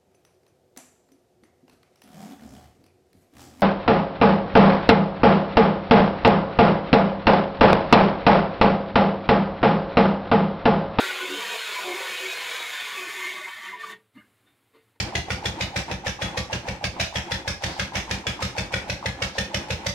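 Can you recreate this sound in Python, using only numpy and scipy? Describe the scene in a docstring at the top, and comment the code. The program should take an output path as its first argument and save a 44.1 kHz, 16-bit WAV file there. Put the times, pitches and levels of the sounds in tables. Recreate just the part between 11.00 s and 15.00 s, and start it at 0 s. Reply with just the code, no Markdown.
"""A dense, hissing rasp: a metal coating trough is drawn up a taut mesh screen in a workshop.
Its edge catches on the threads, rings the trough and drums the mesh; now and then it sticks and slips,
chattering on one resonance. At 3 s it stops at the top of the frame, then bumps the screen softly and
scuffs it four times over quiet room noise. One microphone hears it all, the same in both ears."""
import sys
import numpy as np
from scipy import signal
from scipy.fft import rfft, irfft
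from scipy.io import wavfile
from scipy.ndimage import uniform_filter1d

SR = 44100
rng = np.random.default_rng(int(sys.argv[2]) if len(sys.argv) > 2 else 0)


def wav_out(sig):
    """Save sig, one row per channel (or a flat mono array), as 16-bit PCM at SR to the path in sys.argv[1]."""
    wavfile.write(sys.argv[1], SR, np.round(np.clip(np.atleast_2d(sig).T, -1, 1) * 32767).astype(np.int16))


N = 176400
T, FREQS = np.arange(N) / SR, np.fft.rfftfreq(N, 1 / SR)


def amp(db):
    """Decibels to gain."""
    return 10 ** (np.asarray(db) / 20)


def unit(x):
    """Scales to rms 1."""
    return x / np.sqrt(np.mean(x ** 2) + 1e-20)


def colour(points, hz):
    """Reads a spectrum in dB on a log-frequency axis."""
    f, db = np.transpose(points)
    return np.interp(np.log(hz + 1), np.log(f + 1), db)


def drift(rate_hz):
    """A random wander, mostly slower than rate_hz; rms 1."""
    return unit(irfft(rfft(rng.standard_normal(N)) / (1 + (FREQS / rate_hz) ** 4), N))


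def swell(start, rise, t60):
    """A soft rise, then a free decay."""
    attack = np.sin(np.pi / 2 * np.clip((T - start) / rise, 0, 1)) ** 2
    return attack * np.exp(-np.log(1000) * np.maximum(T - start - rise, 0) / t60)


def friction(snaps_per_s=2500, spread_db=1.5, snap_share=.32):
    """The edge catches thread after thread: dense rubbing with sharper snaps."""
    strength = amp(spread_db * np.minimum(rng.exponential(1, N), 5))
    snaps = strength * rng.choice([-1, 1], N) * (rng.random(N) < snaps_per_s / SR)
    return np.sqrt(snap_share) * unit(snaps) + np.sqrt(1 - snap_share) * rng.standard_normal(N)


def resonate(rub, spectrum, modes, band_hz, size=2048):
    """Passes friction through resonances and the mesh's sinking overtones; rms 1 inside band_hz."""
    framing = dict(fs=SR, nperseg=size, noverlap=size * 3 // 4)
    hz, t, spectra = signal.stft(rub, **framing)
    f = hz[:, None]
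    near_top = np.interp(t, (1.74, 2.44), (0, 1))  # the edge nears the frame between these seconds

    def patches(width_hz, length_s):
        """Random bright and dull spots in frequency and time."""
        across = uniform_filter1d(rng.standard_normal(spectra.shape), max(1, round(width_hz / hz[1])), 0)
        return unit(uniform_filter1d(across, max(1, round(length_s / t[1])), 1))

    span_hz = 296 / (1 + .57 * t)  # overtones sink as the wet span of mesh lengthens
    db = colour(spectrum, f) + 4.5 * np.cos(2 * np.pi * f / span_hz) / (1 + (f / 1600) ** 2)
    for centre, width, mid_db, top_db in modes:
        grip_db = 2.2 * np.interp(t, T, drift(4))  # each resonance swells and fades as the grip shifts
        lift_db = mid_db + (top_db - mid_db) * near_top + grip_db
        db += lift_db / (1 + 2 * ((f - centre) / width) ** 2) ** 2
    frame_echo_s = .00168  # a reflection off the frame combs the hiss
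    db += 2.2 * near_top * np.cos(2 * np.pi * f * frame_echo_s) * (f > 4500)
    db += 2.6 * patches(width_hz=260, length_s=.06) / (1 + (f / 5000) ** 2)
    # countless small modes shift with the edge and stand out more as it slows near the frame
    db += (1.9 + 1.3 * near_top) * patches(width_hz=55, length_s=.2) / np.sqrt(1 + (f / 14000) ** 4)
    in_band = (f > band_hz[0]) & (f < band_hz[1])
    gain = amp(db) / np.sqrt((amp(db) ** 2 * in_band).mean(0))
    return signal.istft(spectra * gain, **framing)[1][:N]


# broad colour of the rasp (f/Hz, relative level/dB)
RASP_SPECTRUM = [(500, -56.5), (820, -17.5), (950, -2), (1270, -5), (1600, 0.5), (2250, 2.5), (2700, -0.5),
                 (3300, -0.5), (3780, -2.5), (4000, -9), (4550, -11.5), (5400, -33.5), (8000, -55.5)]
# resonances of the trough (f/Hz, width/Hz, lift in mid-screen/dB, lift near the top/dB)
TROUGH_MODES = [(951, 40, 2, 11.5), (1038, 60, 3.5, 8), (1148, 99, 4, 16.5), (1383, 10, 3, 13),
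                (1479, 48, 7.5, 13), (1807, 27, 6, 1), (1835, 125, -2.5, 17), (2005, 49, -6, 10.5),
                (2084, 37, 1.5, 21.5), (2165, 50, 2.5, 9), (2254, 41, 7.5, 15.5), (2503, 21.4, 12, 12),
                (2800, 30, 0, 7), (3096, 27, 9, 6.5), (3417, 27, 9.5, 12.5), (3620, 127, 3, 7),
                (3830, 26, 12, 3), (4190, 68, 10.5, 10.5), (4642, 47, 11, 9), (5200, 69, 24, 12)]


def trough_rasp(rub):
    """The rubbing edge rings the metal trough."""
    return resonate(rub, RASP_SPECTRUM, TROUGH_MODES, band_hz=(900, 4000), size=4096)


# broad colour of the hiss (f/Hz, relative level/dB)
HISS_SPECTRUM = [(2500, -28.5), (4800, -2), (5900, -2), (6500, 1.5), (7050, 3.5), (7900, -4), (9200, -4),
                 (9700, -5.5), (11900, -5), (12300, -8.5), (15700, -10.5)]


def thread_hiss(rub):
    """The threads hiss as the edge slides over them."""
    return resonate(rub, HISS_SPECTRUM, [], band_hz=(5000, 15000))


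# broad colour of the drumming (f/Hz, relative level/dB)
DRUM_SPECTRUM = [(30, -53), (70, -39), (150, -37.5), (240, -17.5), (330, -12), (400, -1.5), (490, -1),
                 (650, 0.5), (850, -5.5), (1100, -46), (2000, -62)]
# resonances of the mesh (f/Hz, width/Hz, lift in mid-screen/dB, lift near the top/dB)
MESH_MODES = [(196, 49, 10.5, 27), (374.7, 35, 7.5, 18), (483, 59, 3.5, 6.5), (499, 130, 1.5, -19.5),
              (599, 33, -3.5, 2.5)]


def mesh_drum(rub):
    """The taut mesh answers the edge like a drumhead."""
    return resonate(rub, DRUM_SPECTRUM, MESH_MODES, band_hz=(450, 850))


# the stroke at the microphone (t/s, rasp level/dB, hiss level/dB, drum level/dB)
STROKE_LEVELS = [(0.0, -29, -42.5, -43), (0.24, -33, -45.5, -47), (0.541, -32, -42.5, -42),
                 (0.63, -33, -44.5, -53), (0.76, -31.5, -43, -47.5), (0.88, -33.5, -45, -42),
                 (1.04, -32.5, -43.5, -47), (1.5, -32.5, -44.5, -46.5), (1.9, -33.5, -46, -54.5),
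                 (2.07, -35, -46.5, -52.5), (2.2, -33.5, -45, -62), (2.265, -31.5, -44.5, -56),
                 (2.38, -35.3, -51.5, -52.5), (2.555, -38, -54, -61.5), (2.615, -39.5, -56, -60),
                 (2.665, -34.5, -52.5, -60), (2.715, -37.5, -56, -59), (2.782, -44.5, -67, -60.5),
                 (2.81, -40.5, -56.5, -61), (2.846, -38, -56, -56.5), (2.885, -40, -55, -64),
                 (2.915, -35.5, -51.5, -57), (2.99, -63, -89, -78)]


def stroke(stop_s=2.99, stop_db_per_s=332):
    """One pull up the screen: the same juddering friction drives rasp, hiss and drumming."""
    times, *levels = np.transpose(STROKE_LEVELS)
    rasp_db, hiss_db, drum_db = (np.interp(T, times, db) for db in levels)
    rub, judder = friction(), drift(44.7)
    rasp = trough_rasp(rub) * amp(rasp_db + .27 * judder)
    drum = mesh_drum(rub) * amp(drum_db + 1.5 * judder)
    hiss = thread_hiss(rub) * amp(hiss_db + .3 * judder + .5 * drift(11))
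    return (rasp + hiss + drum) * amp(-stop_db_per_s * np.maximum(T - stop_s, 0))


# brief tones that stand out of the stroke (middle t/s, length/s, f/Hz, level/dB)
CHATTER_TONES = [(0.019, 0.11, 1396, -33), (0.034, 0.081, 1533, -34), (.103, .045, 1477, -32.5),
                 (.23, 0.073, 1478, -35), (0.083, 0.62, 370.7, -45.5), (0.238, 0.084, 371.7, -35),
                 (0.324, 0.072, 366.6, -34.5), (0.337, .14, 289.6, -44.5), (0.387, .09, 441.6, -42.5),
                 (0.391, .34, 202, -56.5), (0.548, .06, 434, -41.5), (0.781, 0.054, 1007, -32.5),
                 (0.888, 0.09, 364.6, -32.5), (0.942, .07, 358, -34), (0.897, .14, 732, -42),
                 (1.04, 0.097, 933, -40), (1.262, 0.12, 378.8, -38), (1.477, 0.39, 1022, -44.5),
                 (1.499, .12, 2272, -40), (1.98, 0.065, 2570, -40), (2.018, 0.11, 370.6, -42.5),
                 (2.08, 0.035, 338, -45.5), (2.238, 0.22, 369.7, -45.5), (2.255, 0.11, 2116, -35.5),
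                 (2.392, 0.072, 1145, -38), (2.395, 0.068, 361, -49.5), (2.455, .04, 2094, -37),
                 (2.487, 0.056, 937, -43), (2.71, 0.14, 204.4, -60.5), (2.742, 0.049, 994, -40.5),
                 (2.844, .03, 1165, -33), (2.863, 0.36, 434.3, -55.5), (2.927, 0.11, 199, -57.5)]


def chatter():
    """The edge sticks and slips on one resonance: its pitch wanders and grit shakes its strength."""
    out, wander_hz, grit = np.zeros(N), 8 * drift(83), .33 * drift(150)
    for middle, length, hz, db in CHATTER_TONES:
        on = abs(T - middle) < length / 2
        stretch = (np.flatnonzero(on) + rng.integers(N)) % N  # each tone wanders in its own way
        cycles = np.cumsum(hz + wander_hz[stretch]) / SR
        roughness = 1 + min(hz / 1000, 1) * grit[stretch]
        arch = np.cos(np.pi * (T[on] - middle) / length)
        out[on] += np.sqrt(2) * amp(db) * arch * roughness * np.sin(2 * np.pi * cycles)
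    return out


# colour of the workshop's background (f/Hz, relative level/dB)
ROOM_TONE_SPECTRUM = [(25, -15), (70, -3.5), (105, 12), (150, -1.5), (280, 6.5), (650, -1.5), (2000, -2.5),
                      (3800, -7.5), (5800, -18), (7500, -13), (9700, -10.5), (12000, -12), (15700, -15.5)]
# its strength at the microphone (t/s, level/dB)
ROOM_TONE_LEVELS = [(2.9, -65.5), (3.12, -73), (3.16, -66), (3.6, -69), (3.9, -68.5), (4, -74)]


def room_tone(hum_hz=118, hum_db=-77):
    """Quiet noise and a wavering hum, in the clear once the stroke stops."""
    noise = unit(irfft(rfft(rng.standard_normal(N)) * amp(colour(ROOM_TONE_SPECTRUM, FREQS)), N))
    hum = amp(hum_db) * np.sin(2 * np.pi * hum_hz * T + drift(10))
    return noise * amp(np.interp(T, *np.transpose(ROOM_TONE_LEVELS))) + hum


def rattle_depth(hz):
    """Radians by which the rubbing edge shakes a tone's phase; high tones shake most."""
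    return 1.3 * min(hz / 1500, 1)


# broad colour of a scuff (f/Hz, relative level/dB)
SCUFF_SPECTRUM = [(80, -6), (300, 13), (700, 6), (1150, -1), (1500, 2), (2200, 1), (2700, 3), (3700, -2),
                  (4500, -4), (5200, -17), (15000, -25)]
# light touches on the screen (t/s, rise/s, t60/s, rub level/dB, ring f/Hz, ring level/dB)
SCUFF_TOUCHES = [(3.135, 0.037, 0.26, -59, 4360, -72), (3.455, 0.024, 0.19, -64, 3620, -64),
                 (3.722, 0.044, 0.24, -58, 446, -57.5), (3.945, 0.018, .06, -63.5, 974, -82)]


def scuffs():
    """Short light rubs through the trough's resonances, each with one ringing tone."""
    rub = unit(resonate(friction(), SCUFF_SPECTRUM, TROUGH_MODES, band_hz=(100, 5000)))
    out, waver = np.zeros(N), drift(110)
    for start, rise, t60, rub_db, hz, ring_db in SCUFF_TOUCHES:
        ring = np.sin(2 * np.pi * hz * T + rattle_depth(hz) * waver)
        out += swell(start, rise, t60) * (amp(rub_db) * rub + amp(ring_db) * ring)
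    return out


# modes stirred by the bump (f/Hz, delay/s, level/dB, t60/s)
BUMP_MODES = [(115, 0, -59, .2), (255, 0.006, -42.5, 0.04), (206, 0.024, -47, 0.076),
              (313, 0.017, -52, .08), (600, 0.017, -62.5, 0.14), (930, 0.009, -63, .14),
              (1210, 0.011, -58, 0.2), (1760, 0.009, -57, 0.15), (2120, .024, -51, .14),
              (2870, 0.02, -56, .14), (1620, 0.048, -55, 0.14)]


def bump(start_s=3.139, rise_s=.029):
    """The trough tips against the mesh: a low thud, then its metal rings with a slight rattle."""
    out = np.zeros(N)
    for hz, delay, db, t60 in BUMP_MODES:
        rattle = rattle_depth(hz) * drift(90)
        ring = np.sin(2 * np.pi * (hz * T + rng.random()) + rattle)
        out += amp(db) * swell(start_s + delay, rise_s, t60) * ring
    return out


def workshop(direct, t60_s=.3, tail_db=-11, echoes_per_s=2000):
    """Heard from nearby: the direct sound leads, and sparse, weaker reflections follow from 4 ms on."""
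    t = T[:SR // 2]
    echoes = rng.standard_normal(len(t)) * (rng.random(len(t)) < echoes_per_s / SR) * (t > .004)
    tail = echoes * np.exp(-np.log(1000) * t / t60_s)
    return direct + amp(tail_db) * signal.fftconvolve(direct, tail / np.linalg.norm(tail))[:N]


def scene():
    """One microphone in the workshop feeds both channels."""
    mono = stroke() + room_tone() + workshop(chatter() + scuffs() + bump())
    return np.array([mono, mono])


def record(dry):
    """The recorder cuts off the top of the treble."""
    lowpass = signal.firwin(601, cutoff=15750, window=("kaiser", 9), fs=SR)
    return signal.oaconvolve(dry, lowpass[None], "same", axes=1)


dry = scene()
out = record(dry)
wav_out(out)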